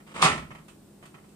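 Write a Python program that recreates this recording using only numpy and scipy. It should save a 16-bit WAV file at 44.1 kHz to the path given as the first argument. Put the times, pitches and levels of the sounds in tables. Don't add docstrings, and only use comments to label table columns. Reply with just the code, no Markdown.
import sys
import numpy as np
from scipy import signal
from scipy.fft import rfft, irfft
from scipy.io import wavfile

SR = 44100
rng = np.random.default_rng(int(sys.argv[2]) if len(sys.argv) > 2 else 0)


def wrap_up_sound(samples):
    columns = np.atleast_2d(samples).T
    tamed = np.clip(columns, -1, 1)
    steps = np.round(tamed * 32767).astype(np.int16)
    wavfile.write(sys.argv[1], SR, steps)


N = 59535
TIME = np.arange(N) / SR
FFT_SIZE = 2 ** 16
FREQS = np.maximum(np.fft.rfftfreq(FFT_SIZE, 1 / SR), 1)
SIDES = np.array([[1], [-1]])


def from_db(db):
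    return 10 ** (np.asarray(db) / 20)


def at_hz(curve, hz):
    freqs, values = np.transpose(curve)
    return np.interp(np.log(hz), np.log(freqs), values)


def clicks(times, db):
    out = np.zeros(N)
    samples = np.round(np.asarray(times) * SR).astype(int)
    np.add.at(out, np.clip(samples, 0, N - 1), from_db(db))
    return out


def envelope(hits, t60, attack_s):
    decay, lag = from_db(-120 / (t60 * SR)), np.exp(-1 / (attack_s * SR))
    energy = signal.lfilter([1], [1, -decay], hits ** 2 + 1e-18)
    return np.sqrt(signal.lfilter([1 - lag], [1, -lag], energy))


# (frequency [Hz], left-right correlation [0-1])
CORRELATION = [(60, 0.86), (160, .96), (350, .75), (700, 0.4), (1400, 0.5), (3000, 0.08), (12000, 0)]
def diffuse(gain):
    mid, side = rfft(rng.standard_normal((2, FFT_SIZE)))
    alike = at_hz(CORRELATION, FREQS)
    return rms_one(gain) * (np.sqrt((1 + alike) / 2) * mid + np.sqrt((1 - alike) / 2) * side * SIDES)


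def rms_one(x):
    return x / np.sqrt(np.mean(x ** 2) + 1e-20)


def room_noise(eq):
    return irfft(diffuse(from_db(at_hz(eq, FREQS))))[:, :N]


# (frequency [Hz], left minus right [dB])
PAN = [(100, -1.5), (700, -2.1), (2500, -2.1), (5000, -3), (9000, -8), (14000, 1)]
LEFT_LEAD_S = .00018
def pan(hz):
    return from_db(SIDES * at_hz(PAN, hz) / 2)


def ringing(hits, modes):
    out = np.zeros((2, N))
    for hz, db, t60 in modes:
        tone = np.sin(2 * np.pi * (hz * TIME + rng.random((2, 1))))
        out += from_db(db) * envelope(hits, t60, attack_s=.002) * tone * pan(hz)
    return out


def ripple(depth_db=2.4, width_hz=28):
    knots = np.linspace(0, SR / 2, int(SR / 2 / width_hz))
    return from_db(depth_db * np.interp(FREQS, knots, rng.standard_normal(len(FREQS))[:len(knots)]))


def crack(gain):
    cepstrum = irfft(np.log(rms_one(gain)))
    cepstrum[1:] *= 2
    cepstrum[FFT_SIZE // 2:] = 0
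    return np.exp(rfft(cepstrum))


# (frequency [Hz], t60 [s])
REVERB = [(60, 1.0), (170, 0.66), (400, 0.4), (1000, 0.32), (2500, 0.34), (5000, 0.3), (12000, .3)]
def contacts(hits, eq, crack_db, body_t60, attack_s, room_db, build_s):
    gain = from_db(at_hz(eq, FREQS))
    position = pan(FREQS) * np.exp(1j * np.pi * SIDES * FREQS * LEFT_LEAD_S)
    wash = diffuse(gain * ripple()) * position
    out = from_db(crack_db) * irfft(rfft(hits, FFT_SIZE) * crack(gain) * position)[:, :N]
    body = envelope(hits, body_t60, attack_s)
    centres, t60s = np.transpose(REVERB)
    for share, t60 in zip(np.eye(len(centres)), t60s):
        band = irfft(wash * np.interp(np.log(FREQS), np.log(centres), share))[:, :N]
        tail = from_db(room_db) * envelope(hits, t60, build_s)
        out += band * np.hypot(body, tail)
    return out


# (frequency [Hz], relative level [dB])
ROOM_TONE_EQ = [(20, -23), (45, -10.5), (75, -10), (110, -6.5), (150, -3), (200, -2.5), (250, -4),
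                (330, -2), (450, -10.5), (650, -14), (1000, -20), (2000, -26.5), (4000, -28), (6500, -30),
                (8300, -23.5), (10000, -29.5), (15000, -33)]
# (frequency [Hz], rms level [dB])
HUM_TONES = [(156, -65.5), (204.6, -59)]
def room_tone():
    hum = sum(from_db(db) * np.sqrt(2) * np.sin(2 * np.pi * (hz * TIME + rng.random()))
              for hz, db in HUM_TONES)
    return hum + from_db(-54.5) * room_noise(ROOM_TONE_EQ)


# (time [s], relative level [dB])
BUMP_CUES = [(.002, -52), (0.315, -25.5), (.330, -30), (0.378, -33), (.424, -43.5), (.506, -42),
             (.514, -43), (0.55, -41.5), (0.585, -49.5), (0.682, -52.5), (1.027, -46), (1.054, -51.5),
             (1.143, -47), (1.148, -50), (1.182, -54), (1.24, -57), (1.323, -67)]
# (frequency [Hz], relative level [dB])
BUMP_EQ = [(20, -19), (50, -5), (160, 6.5), (230, -2), (450, -3.5), (900, 0.5), (1300, 3.5), (1570, -5.5),
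           (1850, 0.5), (2600, -5), (4000, -19), (9000, -26), (12000, -39)]
# (frequency [Hz], relative level [dB], t60 [s])
CASING_RING = [(950, -21, 0.16), (1310, -8, 0.23), (1920, -13.5, 0.13), (2130, -19, .14), (2500, -14, .14),
               (3074, -15.5, 0.14)]
# (time [s], relative level [dB])
TICK_CUES = [(0.378, -50), (.548, -61.5), (0.683, -52), (0.696, -56.5), (1.032, -57), (1.055, -51.5),
             (1.291, -64)]
# (frequency [Hz], relative level [dB])
TICK_EQ = [(300, -4), (1400, 3.5), (2200, -4.5), (2900, 1.5), (5500, -10), (8800, -2.5), (11000, -14.5),
           (15000, -18)]
# (frequency [Hz], relative level [dB], t60 [s])
TICK_RING = [(2600, -7.5, 0.17), (3360, -21, 0.24)]
def handling():
    bump_hits, tick_hits = clicks(*np.transpose(BUMP_CUES)), clicks(*np.transpose(TICK_CUES))
    rings = from_db(-2.5) * ringing(bump_hits, CASING_RING) + ringing(tick_hits, TICK_RING)
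    bumps = contacts(bump_hits, BUMP_EQ, crack_db=14, body_t60=.08, attack_s=.0018,
                     room_db=-10.5, build_s=.0063)
    ticks = contacts(tick_hits, TICK_EQ, crack_db=13, body_t60=.16, attack_s=.0006,
                     room_db=-8.5, build_s=.01)
    return rings + bumps + ticks


# (time [s], length [s], relative level [dB])
SLIDE_CUES = [(0.065, 0.063, -49.5), (0.1399, .016, -38.5), (.156, .062, -34.5)]
# (frequency [Hz], relative level [dB])
SLIDE_EQ = [(40, -17.5), (100, -8.5), (170, -2.5), (400, -8.5), (530, -2.5), (780, -10), (1100, -0.5),
            (1600, -10.5), (2100, -8), (3000, -10), (4300, -21), (6500, -27.5), (8200, -19), (9800, -27.5),
            (11500, -44)]
# (time [s], relative level [dB])
SNAP_CUES = [(0.2184, -25), (0.221, -19.5), (.238, -21), (.250, -26.5)]
# (frequency [Hz], relative level [dB])
SNAP_EQ = [(500, -11), (1500, -4.5), (2600, 2.5), (4600, -1.5), (5200, -4.5), (6800, -12), (8400, -2),
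           (9700, -12.5), (10800, -19), (15000, -37)]
# (frequency [Hz], relative level [dB], t60 [s])
SPRING_RING = [(2843, -11, .28), (4740, -18, 0.13), (4880, -14.5, 0.24), (6205, -10.5, .27),
               (6800, -15, 0.2), (7390, -20, 0.24), (8150, -20.5, .2), (8730, -18, 0.22)]
def latch(slips_per_s=1400, spread_db=3):
    slips = np.zeros(N)
    for start, length, db in SLIDE_CUES:
        count = int(length * slips_per_s)
        jitter, size = rng.random(1000)[:count], rng.standard_normal(1000)[:count]
        times = start + length * (np.arange(count) + jitter) / count
        slips += clicks(times, db - 11 + spread_db * size)
    friction = slips * rng.choice([-1, 1], N)
    scrape = contacts(friction, SLIDE_EQ, crack_db=15, body_t60=.051, attack_s=.0005,
                      room_db=-12, build_s=.013)
    snap_hits = clicks(*np.transpose(SNAP_CUES))
    springs = from_db(-4) * ringing(snap_hits + from_db(-12) * slips, SPRING_RING)
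    snaps = contacts(snap_hits, SNAP_EQ, crack_db=15, body_t60=.1, attack_s=.0025,
                     room_db=-6.5, build_s=.0097)
    return scrape + springs + snaps


def resonator(hits, hz, t60):
    radius, angle = from_db(-60 / (t60 * SR)), 2 * np.pi * hz / SR
    return signal.lfilter([0, np.sin(angle)], [1, -2 * radius * np.cos(angle), radius ** 2], hits + 1e-18)


# (frequency [Hz], relative level [dB], t60 [s])
PANEL_RING = [(876, -18, .04), (1095, 9, 0.02), (1200, 7, 0.024), (2030, -17.5, .03)]
def front_panel(hits, rise_t60=.0092):
    knock = sum(from_db(db) * (resonator(hits, hz, t60) - resonator(hits, hz, rise_t60))
                for hz, db, t60 in PANEL_RING)
    delayed = np.interp(TIME - LEFT_LEAD_S, TIME, knock)
    return pan(hz=1095) * np.array([knock, delayed])


# (time [s], relative level [dB], panel drive [dB])
SLAM_CUES = [(0.2064, -41, -29.5), (0.2127, -29, -27), (0.2257, -19.5, -8.5), (0.2357, -21, -19.5),
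             (.2445, -20.5, -28.5), (0.251, -16, -39), (.256, -17.5, -30), (0.2598, -19, -15.5),
             (.2685, -25, -24), (.278, -28.5, -21)]
# (frequency [Hz], relative level [dB])
SLAM_EQ = [(20, -46), (33, -32.5), (50, -13.5), (80, -17.5), (150, -9.5), (230, -8), (300, -10),
           (400, -8.5), (650, -10), (1150, 1), (1400, -0.5), (1600, -7), (1850, -4), (2600, -6.5),
           (4000, -20.5), (9000, -22), (11500, -45.5)]
def door():
    times, db, panel_db = np.transpose(SLAM_CUES)
    slam = contacts(clicks(times, db), SLAM_EQ, crack_db=13.5, body_t60=.06, attack_s=.0008,
                    room_db=-9, build_s=.008)
    return slam + front_panel(clicks(times, panel_db))


# (frequency [Hz], relative level [dB], t60 [s])
CABINET_RING = [(47.9, -46.5, 0.68), (75.2, -46.5, 1), (152.5, -33, 0.74), (204, -49, 0.77),
                (275.9, -32, 0.45), (303.3, -38, 0.69), (380, -39.5, 0.6), (552, -33.5, .4),
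                (653.6, -27.5, 0.38), (770.7, -21.5, 0.29), (877, -23.5, 0.25), (1025, -22.5, 0.33),
                (1147, -30.5, 0.23), (1170, -25, .32), (1205, -27, .3), (1290, -22, 0.3),
                (1795, -23.5, 0.27), (2117, -26.5, 0.24), (2497, -24, .28)]
CABINET_PAN = from_db(-.4 * SIDES)
def cabinet(start_s=.224, attack_s=.01):
    age = np.maximum(TIME - start_s, 0)
    out = np.zeros((2, N))
    for hz, db, t60 in CABINET_RING:
        phase = SIDES * np.arccos(at_hz(CORRELATION, hz)) / 2
        out += from_db(db - 60 * age / t60) * np.sin(2 * np.pi * hz * age + phase)
    return out * (1 - np.exp(-age / attack_s)) * CABINET_PAN


def thump(peak_s=.2555, hz=161.3, swell_s=.012, t60=.09):
    age = TIME - peak_s
    swell = np.exp(np.minimum(age, 0) / swell_s)
    decay = from_db(-60 * np.maximum(age, 0) / t60)
    return from_db(-20) * swell * decay * np.sin(2 * np.pi * hz * age) * CABINET_PAN


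# (frequency [Hz], relative level [dB])
WOBBLE_EQ = [(20, -30), (35, -8), (50, -3), (75, -1), (110, -19), (220, -43), (1000, -80)]
def wobble():
    jolt = clicks(times=[.33], db=[-47.5])
    return room_noise(WOBBLE_EQ) * envelope(jolt, t60=.45, attack_s=.043)


def scene():
    return room_tone() + door() + cabinet() + thump() + handling() + latch() + wobble()


def record(dry, cutoff_hz=15400):
    return signal.sosfilt(signal.ellip(12, .2, 90, cutoff_hz, fs=SR, output="sos"), dry)


dry = scene()
out = record(dry)
wrap_up_sound(out)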